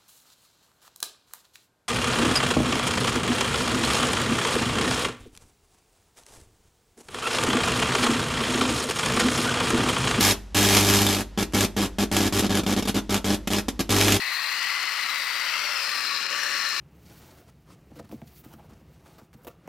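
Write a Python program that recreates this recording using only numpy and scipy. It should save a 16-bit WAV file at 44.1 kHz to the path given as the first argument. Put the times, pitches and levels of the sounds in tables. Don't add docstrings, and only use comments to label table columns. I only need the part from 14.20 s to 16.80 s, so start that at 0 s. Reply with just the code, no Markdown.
import sys
import numpy as np
from scipy.fft import rfft, irfft
from scipy.io import wavfile
from scipy.ndimage import map_coordinates

SR = 44100
rng = np.random.default_rng(int(sys.argv[2]) if len(sys.argv) > 2 else 0)


def transcribe(u):
    v = np.clip(np.atleast_2d(u).T, -1, 1)
    q = np.round(v * 32767).astype(np.int16)
    wavfile.write(sys.argv[1], SR, q)


N = 114660


def amp(db):
    return 10 ** (np.asarray(db) / 20)


def unit(x):
    return x / np.sqrt(np.mean(x ** 2) + 1e-20)


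def along(points, hz):
    f, v = np.transpose(points)
    return np.interp(np.log(hz + 1), np.log(f + 1), v)


def curves(rows):
    s, *columns = np.transpose(rows)
    t = np.arange(N) / SR
    return [np.interp(t, s, column) for column in columns]


def wobble(rate):
    knots = rng.standard_normal(N)
    return map_coordinates(knots, [np.arange(N) * rate / SR], mode="wrap")


def filtered(x, response):
    return irfft(rfft(x) * response(np.fft.rfftfreq(N, 1 / SR)), N)


# t/s, level/dB (before the AIR_DB trim)
AIR_LEVEL = [(0, -64), (1.5, -62.5), (1.85, -57), (2.6, -58.5)]
# f/Hz, level/dB (relative)
AIR_COLOUR = [(20, -30), (60, -34), (125, -10), (170, -4.5), (280, 0.5), (400, -1), (1200, -25)]
AIR_DB = 2.5


def air():
    noise = rng.standard_normal((2, N))
    rush = filtered(noise, lambda hz: amp(along(AIR_COLOUR, hz)))
    return amp(AIR_DB + curves(AIR_LEVEL)[0]) * unit(rush)


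TICKS_PER_S, TICK_SPREAD_DB = 900, 4
TICK_SHARE = 0.12


def friction():
    struck = rng.random(N) < TICKS_PER_S / SR
    knocks = struck * amp(TICK_SPREAD_DB * rng.standard_normal(N))
    knocks = unit(knocks * rng.choice([-1, 1], (2, N)))
    rubbing = rng.standard_normal((2, N))
    return np.sqrt(1 - TICK_SHARE) * rubbing + np.sqrt(TICK_SHARE) * knocks


def broad(level, colour):
    shaped = filtered(friction(), lambda hz: amp(along(colour, hz)))
    return amp(curves(level)[0]) * unit(shaped)


def resonance(centre_hz, width_hz):
    turn = np.exp(2j * np.pi * np.cumsum(centre_hz * np.ones(N)) / SR)
    pole = 1 / (1 + 2j * np.fft.fftfreq(N, 1 / SR) / width_hz)
    band = np.fft.ifft(np.fft.fft(friction() / turn) * pole ** 2)
    return unit((band * turn).real)


# t/s, f/Hz (pitch before jitter), level/dB (fundamental), level/dB (octave)
HUM_PATH = [(0, 563, -74, -49), (.5, 572, -66.5, -43), (1.26, 563, -59.5, -49), (1.35, 590, -57, -58),
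            (1.48, 598, -51, -53), (1.64, 568, -56, -49), (1.74, 585, -55.5, -39.5), (1.87, 574, -67, -46),
            (1.96, 564, -54.5, -39.5), (2.04, 543, -62, -52), (2.12, 570, -46.5, -46),
            (2.19, 578, -57, -37), (2.25, 584, -50, -44.5), (2.31, 572, -54, -42.5), (2.44, 560, -58, -41),
            (2.5, 584, -56, -46), (2.6, 570, -66, -41)]
HUM_JITTER_HZ, HUM_FLUTTER_DB, HUM_FLUTTER_PER_S = 6.5, 3, 60
DRONE_HZ, DRONE_WIDTH_HZ = 505, 84
DRONE_DB = -5.5


def hum():
    pitch_hz, first_db, octave_db = curves(HUM_PATH)
    jittered_hz = pitch_hz + HUM_JITTER_HZ * wobble(HUM_FLUTTER_PER_S)
    phase = 2 * np.pi * np.cumsum(jittered_hz) / SR

    def partial(k):
        return unit(np.sin(k * phase) * amp(HUM_FLUTTER_DB * wobble(HUM_FLUTTER_PER_S)))

    tone = amp(first_db) * partial(1) + amp(octave_db) * partial(2)
    return tone + amp(first_db + DRONE_DB) * resonance(DRONE_HZ, DRONE_WIDTH_HZ)


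# t/s, level/dB
ROAR_LEVEL = [(0, -58), (.42, -42), (1.15, -40), (1.35, -36.5), (1.54, -35.5), (1.7, -40.5), (2.04, -40.5),
              (2.2, -39), (2.6, -40)]
# t/s, level/dB
SIZZLE_LEVEL = [(0, -47), (.45, -47), (1.1, -37.5), (1.48, -36.5), (1.6, -56)]
# t/s, level/dB
GLINT_LEVEL = [(.5, -55), (1, -51.5), (1.35, -56.5), (1.78, -49.5), (2.05, -65)]
ROAR_HZ, SIZZLE_HZ, GLINT_HZ = 1353, 4630, 8930
ROAR_WIDTH_HZ, SIZZLE_WIDTH_HZ, GLINT_WIDTH_HZ = 280, 650, 1340


def steady_resonances():
    roar = amp(curves(ROAR_LEVEL)[0]) * resonance(ROAR_HZ, ROAR_WIDTH_HZ)
    sizzle = amp(curves(SIZZLE_LEVEL)[0]) * resonance(SIZZLE_HZ, SIZZLE_WIDTH_HZ)
    glint = amp(curves(GLINT_LEVEL)[0]) * resonance(GLINT_HZ, GLINT_WIDTH_HZ)
    return roar + sizzle + glint


# t/s, f/Hz (centre), level/dB
RASP_PATH = [(0, 2564, -38.5), (.6, 2604, -40), (1.15, 2575, -40.5), (1.36, 2650, -35), (1.55, 2660, -35),
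             (1.75, 2460, -36.5), (2.2, 2480, -41), (2.6, 2460, -38)]
# t/s, f/Hz (centre), level/dB
BURR_PATH = [(.24, 2630, -43), (.39, 2870, -36.5), (1.1, 3000, -44.5), (1.3, 3000, -39),
             (1.52, 3234, -45.5), (1.8, 2740, -42.5), (2.2, 2840, -37), (2.45, 2820, -40.5)]
# t/s, f/Hz (centre), level/dB
RING_PATH = [(0, 4190, -36), (.17, 4130, -34), (.45, 4290, -37), (.8, 4230, -38), (.95, 3920, -38),
             (1.2, 3880, -41.5), (1.45, 4310, -44), (1.72, 4250, -35), (1.97, 4100, -33),
             (2.16, 4230, -37.5), (2.3, 4220, -35), (2.6, 4190, -33.5)]
# t/s, f/Hz (centre), level/dB
SHEEN_PATH = [(.2, 4770, -45), (.45, 4930, -38.5), (.9, 5300, -44.5), (1.12, 5200, -48),
              (1.45, 5720, -41.5), (1.57, 5100, -36), (1.96, 5060, -36), (2.07, 5100, -38.5),
              (2.25, 5380, -38.5), (2.6, 5110, -36.5)]
RASP_WIDTH_HZ, BURR_WIDTH_HZ, RING_WIDTH_HZ, SHEEN_WIDTH_HZ = 450, 440, 460, 610


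def drifting(path, width_hz):
    centre_hz, db = curves(path)
    return amp(db) * resonance(centre_hz, width_hz)


def drifting_resonances():
    lower = drifting(RASP_PATH, RASP_WIDTH_HZ) + drifting(BURR_PATH, BURR_WIDTH_HZ)
    upper = drifting(RING_PATH, RING_WIDTH_HZ) + drifting(SHEEN_PATH, SHEEN_WIDTH_HZ)
    return lower + upper


# t/s, f/Hz (centre, before the core's jitter), level/dB (noise band), level/dB (singing core)
WHIRR_PATH = [(0, 1978, -35, -38), (.22, 1903, -35, -40.5), (.5, 2022, -36, -32.5), (.95, 2024, -33.5, -48),
              (1.12, 2054, -33, -40), (1.25, 2030, -35, -55), (1.45, 2152, -36, -54),
              (1.62, 1850, -41, -50), (1.72, 1818, -37.5, -42), (2.02, 1760, -40, -43),
              (2.36, 1823, -31.5, -39), (2.6, 1786, -41, -40)]
WHIRR_WIDTH_HZ = 380
CORE_JITTER_HZ, CORE_JITTER_PER_S = 74.7, 350


def whirr():
    centre_hz, band_db, core_db = curves(WHIRR_PATH)
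    jittered_hz = centre_hz + CORE_JITTER_HZ * wobble(CORE_JITTER_PER_S)
    core = unit(np.sin(2 * np.pi * np.cumsum(jittered_hz) / SR))
    return amp(band_db) * resonance(centre_hz, WHIRR_WIDTH_HZ) + amp(core_db) * core


METAL_LOW_HZ = 774


def metal():
    ringing = whirr() + drifting_resonances() + steady_resonances()
    return filtered(ringing, lambda hz: hz ** 4 / (hz ** 4 + METAL_LOW_HZ ** 4))


# t/s, level/dB (before the HISS_DB trim)
HISS_LEVEL = [(0, -48), (.25, -48), (.36, -45), (1.15, -46), (1.42, -45), (2.02, -46), (2.22, -41),
              (2.6, -42.5)]
# f/Hz, level/dB (relative)
HISS_COLOUR = [(3000, -40), (4800, -19), (5600, 12), (6200, 9.5), (7000, 6.5), (7900, 4), (8600, 0),
               (9700, -2.5), (10500, -4), (15000, -53)]
# t/s, level/dB (before the FIZZ_DB trim)
FIZZ_LEVEL = [(0, -45.5), (.65, -48.5), (1, -45), (1.3, -47), (1.8, -47), (2.05, -51.5), (2.2, -47.5),
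              (2.6, -48)]
# f/Hz, level/dB (relative)
FIZZ_COLOUR = [(5000, -46), (7600, -0.5), (9000, -1.5), (10500, -4), (12000, 4), (13600, -2), (14900, 6.5),
               (15200, -7), (16500, -5.5)]
HISS_DB, FIZZ_DB = 0.5, -0.5
FLICKER_DB, FLICKER_PER_S = 1.4, 260


def treble():
    flicker = amp(FLICKER_DB * wobble(FLICKER_PER_S))
    hiss = amp(HISS_DB) * broad(HISS_LEVEL, HISS_COLOUR)
    fizz = amp(FIZZ_DB) * broad(FIZZ_LEVEL, FIZZ_COLOUR)
    return flicker * (hiss + fizz)


# t/s, level/dB (before the GRIND_DB trim)
GRIND_LEVEL = [(0, -38.5), (.2, -38), (.5, -38), (1.12, -37.5), (1.33, -36.5), (1.6, -37.5), (2.04, -41.5),
               (2.2, -38.5), (2.6, -42)]
# f/Hz, level/dB (relative)
GRIND_COLOUR = [(150, -39), (680, -15), (950, -4), (1200, -0.5), (1400, -3), (1650, -1), (2300, -2),
                (2900, -10.5), (3400, -6), (4600, -9.5), (5400, -12), (6200, -42), (9000, -64)]
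GRIND_DB = 3.5


def grind():
    return amp(GRIND_DB) * broad(GRIND_LEVEL, GRIND_COLOUR)


BITES_AND_DIPS = [(2.066, .004, 3.5), (2.08, .01, -4.5)]
CHATTER_DB, CHATTER_PER_S = 0.78, 270
JUDDER_DB, JUDDER_PER_S = 0.2, 90


def contact():
    t = np.arange(N) / SR
    brief_db = sum(db * np.exp(-((t - s) / length) ** 2) for s, length, db in BITES_AND_DIPS)
    chatter_db = CHATTER_DB * wobble(CHATTER_PER_S)
    judder_db = JUDDER_DB * wobble(JUDDER_PER_S)
    return amp(chatter_db + judder_db + brief_db)


# f/Hz, level/dB (left over right)
LEAN = [(700, 7.5), (1300, 8), (2400, 10), (3400, 11.5), (4200, 11), (5200, 12), (6500, 10), (8000, 2),
        (12000, -2.5), (14900, -2), (15300, 21)]
# f/Hz, likeness of the two sides (0 to 1)
ALIKE = [(40, .85), (130, .997), (1500, .997), (3000, .975), (4300, .94), (5200, .86), (6000, .5),
         (8000, .33), (10500, .33), (12000, .58), (15000, .72)]
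# f/Hz, phase by which left leads right (rad)
LEAD = [(3200, 0), (4000, -.5), (5800, -.1), (6800, -2.3), (9500, -2.9), (11200, -6.2), (15000, -6)]


def microphones(pair):
    hz = np.fft.rfftfreq(N, 1 / SR)
    alike, lean, lead = along(ALIKE, hz), amp(along(LEAN, hz)), along(LEAD, hz)
    a, b = rfft(pair)
    left = lean * a
    right = (alike * a + np.sqrt(1 - alike ** 2) * b) * np.exp(-1j * lead)
    centre = np.sqrt(lean ** 2 + 1 + 2 * lean * alike * np.cos(lead)) / 2
    return irfft(np.array([left, right]) / centre, N)


def scene():
    trolley = contact() * (grind() + treble() + metal() + hum())
    return microphones(trolley + air())


TOP_HZ = 16580


def record(dry):
    return filtered(dry, lambda hz: hz < TOP_HZ)


dry = scene()
out = record(dry)
transcribe(out)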